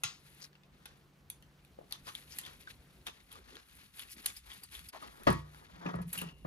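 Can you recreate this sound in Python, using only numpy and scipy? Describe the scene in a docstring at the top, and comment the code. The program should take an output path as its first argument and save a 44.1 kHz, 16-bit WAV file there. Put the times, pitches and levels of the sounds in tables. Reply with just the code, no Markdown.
"""A bolt cracks loose, then clicks, rattles and rubbing: gloved hands seat a steel socket and extension bar
on bolts and twirl them, each contact exciting resonances. Then a cast housing is pulled loose with
a knock that rings its modes, and slides off, clinking, scraping and groaning by stick-slip friction.
The garage reverberates; air noise fills it, with a faint hum for the first three seconds.
Two close microphone ports listen."""
import sys
import numpy as np
from scipy import signal
from scipy.fft import rfft, irfft, next_fast_len
from scipy.io import wavfile

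SR = 44100
rng = np.random.default_rng(int(sys.argv[2]) if len(sys.argv) > 2 else 0)


def int16_out(signal):
    """Quantize to a 16-bit WAV file."""
    q = np.round(np.clip(np.atleast_2d(signal).T, -1, 1) * 32767)
    wavfile.write(sys.argv[1], SR, q.astype(np.int16))


N = 285141


def clicks():
    """Impact excitation: each contact drives broad resonances and one clink that rings on roughly."""
    # metal clicks and clinks, first the socket and bar, then the scraping housing: t/s, drive/dB,
    # hardness (treble over middle)/dB, contact time/s, ring f/Hz, clink level/dB, after-ring level/dB
    contacts = [(0.035, -20, -6, 0.0041, 6520, -36.5, -39), (0.444, -38, -6, 0.0012, 5000, -47, -68),
                (0.465, -65, -10, 0.00088, 4040, -51, -80), (0.53, -49, -20, 0.0012, 3530, -64, -75),
                (0.5525, -49, -17, 0.0019, 2710, -55, -65.5), (0.634, -48, -15, 0.0012, 2550, -55, -65),
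                (0.855, -34.5, -8, 0.0043, 3560, -48, -73), (1.3007, -32, 9.5, 0.00064, 3780, -37, -67),
                (1.3018, -32, 4, 0.00093, 9660, -51, -58), (1.424, -42.5, -9, 0.0016, 1840, -62, -63),
                (1.6483, -50.5, -0.5, 0.0017, 2470, -54.5, -85), (1.909, -36, -10, 0.002, 4280, -58, -58),
                (1.9238, -21.5, -0.5, 0.00081, 4380, -27, -61), (2.0693, -44, -16, 0.0014, 4900, -42, -73),
                (2.078, -36.5, -27, 0.0028, 1060, -38, -58), (2.0878, -32, -13, 0.0021, 1150, -41, -43.5),
                (2.1516, -27, -1.5, 0.00078, 3400, -26.5, -50), (2.3849, -29, 5, 0.0036, 4190, -45, -72),
                (2.413, -46, 8, .0015, 3750, -53, -72), (2.4342, -51, 10, 0.0016, 3300, -57, -49),
                (2.451, -37, -10, 0.0014, 3520, -38, -65), (2.462, -37, -8, 0.0036, 3330, -46, -65),
                (2.673, -39, -22, 0.0015, 1500, -52, -46.5), (3.0667, -25, -8.5, 0.0022, 3100, -40, -72),
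                (3.0733, -26, -5, 0.00037, 2700, -30, -43.5), (3.316, -42.5, 0, 0.0023, 3340, -48, -60),
                (3.326, -42, 6, 0.0016, 3150, -49, -67), (3.354, -46, -6, 0.003, 1150, -49, -54),
                (3.554, -42, -7, 0.0021, 3300, -44.5, -68), (3.5678, -32.5, -15, 0.00077, 3824, -42, -68),
                (3.994, -24, -3, 0.00049, 3260, -36, -43), (4.034, -44, -10, 0.00058, 2700, -40, -59),
                (4.094, -50, -4, 0.00065, 2500, -43, -60), (4.2586, -25.5, 11.5, 0.0035, 4250, -33, -83),
                (4.2631, -15.5, -4, 0.00025, 3480, -17, -55), (4.365, -45, 6, 0.0079, 4900, -55, -50.5),
                (4.5165, -38, -10, 0.002, 3180, -42, -50), (4.634, -50.5, 16, 0.0045, 4670, -46, -53.5),
                (4.751, -33.5, -1, 0.001, 3360, -36.5, -46), (4.792, -33.5, -4, 0.0011, 3320, -46, -62),
                (4.886, -46.5, 11, 0.0044, 4880, -54, -50), (5.024, -47, -4, 0.0036, 1230, -39.5, -70),
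                (5.233, -42, -2, 0.0026, 2500, -58, -75), (5.2733, -25, -10, 0.0031, 1850, -28, -47),
                (5.302, -28.5, 0.5, 0.0022, 1680, -33, -48), (5.326, -41, 7.5, 0.0033, 1860, -46, -52),
                (5.5452, -43, -23, 0.002, 2080, -57, -83), (5.8618, -38, -27, 0.0045, 2420, -43, -42),
                (5.956, -58.5, 11.5, 0.0023, 1520, -64, -75), (6.014, -48, -0.5, 0.008, 1630, -60, -79),
                (6.129, -35, 9, 0.0064, 12200, -45, -36), (6.1758, -39.5, 9, 0.0067, 2790, -29.5, -50),
                (6.186, -44, 14, 0.003, 2790, -34, -37.5), (6.2149, -45.5, 18.5, 0.0018, 2740, -33, -53),
                (6.238, -54, -2, 0.0018, 2900, -51, -53), (6.287, -64, -4, 0.003, 2810, -58, -53.5)]
    # parts left singing for longer: t/s, level/dB, f/Hz, T60/s
    sings = [(0.036, -44, 6520, 0.26), (1.301, -59, 9700, 0.22), (6.19, -53, 2820, 0.57)]
    drives, clinks, t = np.zeros((3, N)), np.zeros(N), np.arange(4000) / SR
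    for s, drive_db, hard_db, contact_s, hz, clink_db, after_db in contacts:
        where, noise = burst(s, contact_s)
        body_db = -5 - 0.47 * hard_db   # harder contacts shake the low body less
        drives[:, where] += from_db(drive_db + np.array([[body_db], [0], [hard_db]])) * noise
        t60 = min(6.7 * contact_s, 0.022)
        envelope = from_db(clink_db - 60 * t / t60) * (1 - np.exp(-2 * t / contact_s))
        clinks[where] += envelope * 2 * np.sin(2 * np.pi * hz * t)
        clinks += cluster(s, after_db, hz, width=0.15 * hz, t60=0.086)
    clinks += sum(cluster(s, db, hz, 0.065 * hz, t60) for s, db, hz, t60 in sings)
    thin = signal.butter(2, 680, "high", fs=SR, output="sos")   # small steel parts give little bass
    return signal.sosfilt(thin, steel(*drives)), clinks


def rubbing():
    """Sliding friction: grit and ticks drive the steel under each stroke; rasps add a bright band."""
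    # faint glove rustle between strokes: t/s, level/dB
    rustle = [(0, -64.5), (.47, -64.5), (.5, -80), (1.88, -66.5), (1.92, -58), (2.73, -58.5), (2.78, -64),
              (3.05, -60.5), (3.3, -63.5), (3.45, -87), (3.6, -69.5), (4.4, -65), (4.9, -51.5),
              (4.95, -55.5), (5.4, -55.5), (5.5, -98), (6.47, -61.5)]
    # glove and steel rubbing: centre t/s, half-height length/s, level/dB, fineness (treble over middle)/dB
    strokes = [(0.306, 0.15, -58, -5.5), (0.426, 0.066, -52, -8.5), (0.876, 0.26, -62.5, -14),
               (1.93, 0.043, -51.5, -19), (2.081, 0.043, -43, -11), (2.168, 0.11, -52, -7.5),
               (2.34, 0.097, -49.5, -4), (2.485, 0.11, -49.5, -13), (2.614, 0.03, -53, -3.5),
               (2.704, 0.031, -51, -5.5), (3.082, 0.034, -47, -17.5), (3.187, 0.089, -59.5, -15),
               (3.354, 0.097, -51, -14.5), (3.534, 0.16, -52.5, -11), (3.783, 0.18, -53.5, -7),
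               (3.998, 0.082, -44.5, -4), (4.088, 0.068, -53, -4), (4.125, 0.037, -54, 10.5),
               (4.201, 0.071, -50, -8.5), (4.28, 0.053, -40, -8), (4.355, 0.066, -52, -0.5),
               (4.526, 0.12, -47, -7.5), (4.636, 0.03, -52.5, -14.5), (4.745, 0.052, -44.5, -6),
               (4.792, 0.039, -53.5, -7), (4.953, 0.048, -53, -24.5), (5.035, 0.064, -53, -23.5),
               (5.183, 0.52, -71, -37), (5.555, 0.17, -58.5, -6), (5.795, 0.36, -55.5, -19),
               (5.882, 0.12, -57, -35.5), (6.03, 0.01, -54, -23), (6.101, 0.044, -51.5, -1.5),
               (6.147, 0.035, -39.5, -8.5), (6.196, 0.062, -38, -6), (6.272, 0.071, -50, -17)]
    # the socket rasps over a bolt head: centre t/s, half-height length/s, level/dB
    rasps = [(0.434, 0.034, -51.5), (2.328, 0.028, -50), (4.121, 0.035, -56)]
    ticks_per_s, tick_share, tick_limit_db = 220, 0.17, -44   # the loose socket ticks on the bolt
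    levels = from_db(in_time(rustle)[0] + np.array([[-22], [0], [-7]]))   # low, middle, treble
    for centre_s, length_s, rub_db, fine_db in strokes:
        near, shape = swell(centre_s, length_s)
        drag_db = -9 - 0.83 * fine_db   # coarse strokes drag dully, fine ones hiss
        levels[:, near] += from_db(rub_db + np.array([[drag_db], [0], [fine_db]])) * shape
    rasp_level = np.zeros(N)
    for centre_s, length_s, rasp_db in rasps:
        near, shape = swell(centre_s, length_s)
        rasp_level[near] += from_db(rasp_db) * shape
    low, middle, treble = levels * from_db([2.55 * drift(48.0) for _ in range(3)])
    grains = 0.62 * grit(per_s=6000, spread_db=1.5)
    ticks = tick_share * np.minimum(middle, from_db(tick_limit_db)) * grit(ticks_per_s, 1.54)
    friction = grains + 0.16 * rng.standard_normal((2, N))   # part of it differs at each port
    rasp = rasp_level * rms_one(band(friction + grit(ticks_per_s, 2.0), 4010, 6070))
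    return steel(low * friction, middle * friction + ticks, treble * friction + ticks / 2) + rasp


def steel(low, middle, treble):
    """Forced response: each of three drives passes through the tool's resonances in its range."""
    # broad resonances of tool and gloves: f/Hz, least bandwidth/Hz, gain/dB
    resonances = [(356, 366, 1), (1130, 800, 3), (2093, 910, 1.5), (2800, 310, -1.5), (3426, 460, -0.5),
                  (4350, 920, -3.5), (6040, 1850, -8.5), (9360, 3150, -2.5), (9740, 625, 4.5),
                  (11020, 1650, 3.5), (13420, 660, -1.5), (16650, 470, 11.5)]
    out = 0
    for k, (hz, width, gain_db) in enumerate(resonances):
        width = max(width, .2 * min(hz, 4500))
        drive = low if hz < 1500 else middle if hz < 7500 else treble
        out = out + (-1) ** k * from_db(gain_db) * band(drive, hz - width / 2, hz + width / 2)
    return out


def housing():
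    """Modal vibration: each jolt rings the casting and its walls, with a crack above and a thud below."""
    # sharp cracks and knocks in time order; a bolt cracks loose, later the housing is knocked:
    # t/s, blow/dB, crack/dB, floor thud/dB
    jolts = [(0.035, -83, -13, -70.5), (5.024, -86, -42, -91), (5.197, -74.5, -61, -75),
             (5.268, -40, -16.5, -31.5), (5.2714, -43.5, -23, -40), (5.277, -44, -29, -63),
             (5.294, -52.5, -39, -49), (5.856, -54.5, -66, -61), (5.938, -58, -42, -45.5),
             (5.985, -62.5, -70, -56.5), (6.215, -61.5, -37, -60), (6.446, -61.5, -79, -46)]
    # modes of the casting: f/Hz, gain/dB, T60/s
    modes = [(150.3, 9, 0.63), (194.5, 12, 0.11), (279, 9, 0.08), (360.4, 8.5, 0.079), (420, 10.5, 0.12),
             (547, 18, 0.053), (662, 12.5, 0.082), (906, 4.5, 0.17), (984, 11.5, 0.13), (1117, 9, 0.1),
             (1209, 11.5, 0.062), (1315, 4.5, 0.16), (1706, 3.5, 0.21), (1904, 4.5, 0.26),
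             (1912, 1.5, 0.18)]
    # clusters of close modes in its walls: f/Hz, bandwidth/Hz, level re blow/dB, T60/s
    wall_modes = [(241, 160, 9, 0.23), (414, 380, 15.5, 0.15), (1055, 590, 13, 0.14), (1750, 1080, 4, 0.26)]
    # modes of the floor under it: f/Hz, gain/dB, T60/s
    floor_modes = [(62, -39.5, 0.56), (93.2, -46, 0.54), (127.5, -36, 0.31)]
    contact_s, spot_spread_db = 0.00328, 2
    blows, crack, thud, walls = np.zeros((4, N))
    for s, blow_db, crack_db, thud_db in jolts:
        where, noise = burst(s, contact_s)
        blows[round(s * SR) + 1] = from_db(blow_db)
        crack[where] += from_db(crack_db) * noise
        thud[round(s * SR)] = from_db(thud_db)
        free_s = s + contact_s
        walls += sum(cluster(free_s, blow_db + db, hz, width, t60) for hz, width, db, t60 in wall_modes)
        walls += cluster(free_s, crack_db - 26.5, hz=3570, width=3600, t60=0.32)   # wash after the crack
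    latest = np.searchsorted(np.array(jolts)[:, 0], np.arange(N) / SR) - 1
    # each jolt acts on another spot and so weights the modes anew
    weights = from_db(rng.normal(0, spot_spread_db, (len(jolts), len(modes))))
    rings = [(-1) ** k * from_db(db) * ring(blows * weights[latest, k], hz, t60)
             for k, (hz, db, t60) in enumerate(modes)]
    # two resonators in series: a heavy slab builds up slowly
    floor = sum(from_db(db) * ring(ring(thud, hz, t60), hz, 0.043) for hz, db, t60 in floor_modes)
    return sum(rings[2:]) + band(crack, 1340, 3200), floor + rings[0] + rings[1], walls


def groan():
    """Stick-slip friction rocks the casting at one low wavering pitch, in lurches that swell and die."""
    # lurches of the housing on its dowels: peak t/s, level/dB
    lurches = [(5.303, -28.5), (5.741, -57), (5.8, -52), (5.879, -36.5), (5.953, -35), (6.008, -34.5),
               (6.076, -40), (6.186, -46.5), (6.235, -43.5), (6.267, -43.5), (6.46, -47.5)]
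    pitch_hz, rise_db_per_s, fall_db_per_s = 173.3, 721, 494
    t = np.arange(N) / SR
    phase = 2 * np.pi * np.cumsum(pitch_hz * (1 + 0.0256 * drift(15.6))) / SR
    level = sum(from_db(db + np.minimum(rise_db_per_s * (t - s), fall_db_per_s * (s - t)))
                for s, db in lurches)
    return np.sqrt(2) * level * np.sin(phase)


def pops():
    """Cavity resonance: a small, heavily damped hollow sounds for a few cycles."""
    # soft rubbery pops: t/s, peak level/dB, f/Hz
    cavities = [(1.788, -36, 530), (1.813, -43, 660)]
    out = np.zeros(N)
    for s, peak_db, hz in cavities:
        blow = np.zeros(N)
        blow[round(s * SR)] = from_db(peak_db)
        out += ring(blow, hz, t60=11.0 / hz)
    return band(out, 310, 2500)


def bumps():
    """Band-limited noise: short swells, each round its own pitch, sound as dull thumps and scuffs."""
    # the opening click's low thump, then handling bumps: centre t/s, half-height length/s, level/dB, f/Hz
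    thumps = [(0.052, 0.022, -51.5, 119), (3.377, 0.073, -64.5, 410), (3.547, 0.062, -60.5, 330),
              (4.19, 0.09, -63.5, 244.7), (4.952, 0.051, -52.5, 870)]
    edge_ratio = 1.35
    out, white = np.zeros(N), rng.standard_normal(N)
    for centre_s, length_s, db, hz in thumps:
        near, shape = swell(centre_s, length_s)
        out[near] += from_db(db) * shape * rms_one(band(white[near], hz / edge_ratio, hz * edge_ratio))
    return out


def ports(x):
    """Spaced receivers: near sound reaches the two ports with phase and level gaps that vary with pitch."""
    # level gap: f/Hz, left over right/dB
    level_gap = [(100, -29.5), (350, 4.5), (650, 7), (1500, 0.5), (5000, 8.5), (10000, -1), (14000, 0)]
    # phase gap: f/Hz, lead of the left port/rad
    phase_gap = [(0, 5), (250, 1.4), (600, 2.5), (1500, 2), (5000, 1.64), (10000, 1.28), (13000, -2.5),
                 (22050, 38)]
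    size = next_fast_len(N + 2000)
    hz = np.arange(1, size // 2 + 2) * SR / size
    lead = np.interp(hz, *np.transpose(phase_gap))
    left = from_db(at_hz(level_gap, hz) / 2) * np.exp(.5j * lead)
    return irfft(rfft(x, size) * [left, 1 / left], size)[:, :N]


def garage(x):
    """Diffuse reverberation: each port gets its own dense tail of reflections, the treble dying first."""
    # decay bands of the room: lower f/Hz, upper f/Hz, T60/s, relative level/dB
    decays = [(203, 503, 0.31, -7.5), (487, 1710, 0.27, -9.5), (2740, 7370, 0.18, -4.5),
              (8000, 10200, 0.051, -7)]
    t = np.arange(SR // 2) / SR
    white = rng.standard_normal((2, len(t))) * (1 - np.exp(-t / 0.00018))
    tail = sum(from_db(db - 21.0 - 60 * t / t60) * band(white, low, high) for low, high, t60, db in decays)
    return signal.fftconvolve(x[None], tail, axes=1)[:, :N]


def air():
    """Partly coherent noise: half-octave bands of room air waver, each partly alike at the two ports."""
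    # course of the background noise, in relative levels: t/s, upper band/dB, low middle/dB, rumble/dB
    course = [(0, 6.5, 3, -1.5), (3.0, 9, 5, 4.5), (3.2, 3.5, 0.5, 0), (4.9, 3.5, -17, 4), (4.94, 2, 0, -1),
              (6.47, 1.5, 5, 9)]
    # its spectrum: f/Hz, relative spectral density/dB
    colour = [(15, -38), (25, -31.5), (55, -1.5), (105, -13), (146, -10), (259, -15.5), (726, -25.5),
              (952, -26.5), (8830, -47), (10700, -59), (13600, -31.5), (16500, -69)]
    # likeness of the two ports: f/Hz, correlation
    likeness = [(60, 0.87), (180, 0.89), (550, 0.83), (1650, 0.23), (4970, 1), (15000, 0.49)]
    first_second_db, rumble_top_hz, middle_top_hz = -66, 300, 1000
    upper_db, middle_db, rumble_db = in_time(course)
    rumble_db = rumble_db + 1.15 * drift(5)   # the rumble bands also waver together
    out, edges = 0, 24 * 2 ** np.arange(0, 9.6, .5)
    white = rng.standard_normal((2, 2, N))
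    for k, (low, high) in enumerate(zip(edges, edges[1:])):
        mid, side = band(white[k % 2], low, high)
        hz = np.sqrt(low * high)
        alike = np.clip(at_hz(likeness, hz), -1, 1)
        course_db = upper_db if hz > middle_top_hz else middle_db if hz > rumble_top_hz else rumble_db
        waver_db = (1.55 if hz > rumble_top_hz else 3.5) * drift(16.0)
        gain = from_db(at_hz(colour, hz) + course_db + waver_db)
        out = out + gain * (np.sqrt(1 + alike) * mid + np.sqrt(1 - alike) * side * [[1], [-1]])
    return from_db(first_second_db) * out / np.sqrt(np.mean(out[:, :SR] ** 2))


def hum():
    """Amplitude and phase modulation: two faint low partials waver at random, then fade quickly."""
    # partials of the hum: f/Hz, relative level/dB
    partials = [(144, -6.5), (192, -13)]
    level_db, stop_s, fade_db_per_s = -60.5, 3.0, 300
    t = np.arange(N) / SR
    tone = sum(from_db(db + 1.4 * drift(5.9)) * np.sin(2 * np.pi * hz * t + 1.14 * drift(2.3))
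               for hz, db in partials)
    return from_db(level_db - fade_db_per_s * np.maximum(t - stop_s, 0)) * tone


def burst(s, length_s):
    """Rough contact: micro-impacts build quickly and die away; gives their place and their noise."""
    age = np.arange(4000) / SR / max(length_s, 2e-4)
    at = round(s * SR)
    noise = rng.choice([-1, 1], len(age)) * np.exp(-age ** 1.1) * (1 - np.exp(-3 * age))
    return slice(at, at + len(age)), noise[:N - at]


def ring(x, hz, t60):
    """Damped resonator: a unit impulse starts a decaying sine of height 1."""
    r, w = from_db(-60 / (t60 * SR)), 2 * np.pi * hz / SR
    return signal.lfilter([0, np.sin(w)], [1, -2 * r * np.cos(w), r * r], x + 1e-18)


def cluster(start_s, level_db, hz, width, t60):
    """Modal overlap: many beating modes sound like a band of noise dying away."""
    out, at = np.zeros(N + SR), round(start_s * SR)
    t = np.arange(round(min(t60, .5) * SR)) / SR
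    noise = rms_one(band(rng.standard_normal(len(t)), hz - width / 2, hz + width / 2))
    out[at:at + len(t)] = from_db(level_db - 60 * t / t60) * noise
    return out[:N]


def swell(centre_s, length_s):
    """Raised-cosine envelope: the samples of one stroke and its rise and fall."""
    near = np.arange(max(round((centre_s - length_s) * SR), 0), min(round((centre_s + length_s) * SR), N))
    return near, np.cos(np.pi / 2 * (near / SR - centre_s) / length_s) ** 2


def grit(per_s, spread_db):
    """Shot noise: random grains of uneven size, rms 1."""
    sizes = from_db(spread_db * np.minimum(rng.exponential(1, N), 5)) * (rng.random(N) < per_s / SR)
    return rms_one(sizes * rng.choice([-1, 1], N))


def drift(corner_hz):
    """Low-passed noise: a slow random wander of rms 1."""
    step = 40   # samples between points
    r = np.exp(-2 * np.pi * corner_hz * step / SR)
    slow = signal.lfilter([1], [1, -2 * r, r * r], rng.standard_normal(N // step + 2002))[2000:]
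    return np.interp(np.arange(N) / step, np.arange(len(slow)), rms_one(slow))


def band(x, low_hz, high_hz):
    """Butterworth band-pass."""
    return signal.sosfilt(signal.butter(2, [low_hz, high_hz], "band", fs=SR, output="sos"), x)


def in_time(rows):
    """Table columns as curves over all samples."""
    s, *columns = np.transpose(rows)
    return [np.interp(np.arange(N) / SR, s, c) for c in columns]


def at_hz(points, hz):
    """A spectrum interpolated over log frequency."""
    return np.interp(np.log(hz), np.log(np.array(points)[:, 0]), np.array(points)[:, 1])


def from_db(db):
    """Decibels to gain."""
    return 10 ** (np.asarray(db) / 20)


def rms_one(x):
    """Scale to rms 1."""
    return x / np.sqrt(np.mean(x ** 2) + 1e-20)


def scene():
    """Superposition: tool, housing and gloves in the room; the deepest sounds reach both ports alike."""
    jolts, deep, walls = housing()
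    snaps, clinks = clicks()
    hits = snaps + jolts + pops()
    near = ports(hits + clinks + walls + rubbing())
    centred = groan() + bumps() + band(deep, 79, 450)
    dip_s, dip_half_s, dip_db = 4.917, 0.017, -24.5   # the whole level dips for an instant
    dip = from_db(dip_db * np.clip(1 - abs(np.arange(N) / SR - dip_s) / dip_half_s, 0, 1))
    return dip * (near + centred + garage(hits) + air() + hum())


def record(dry):
    """Band limiting: a steep low-pass cuts the top."""
    stopband_hz = 16600
    return signal.sosfilt(signal.cheby2(12, 70, stopband_hz, fs=SR, output="sos"), dry)


dry = scene()
out = record(dry)
int16_out(out)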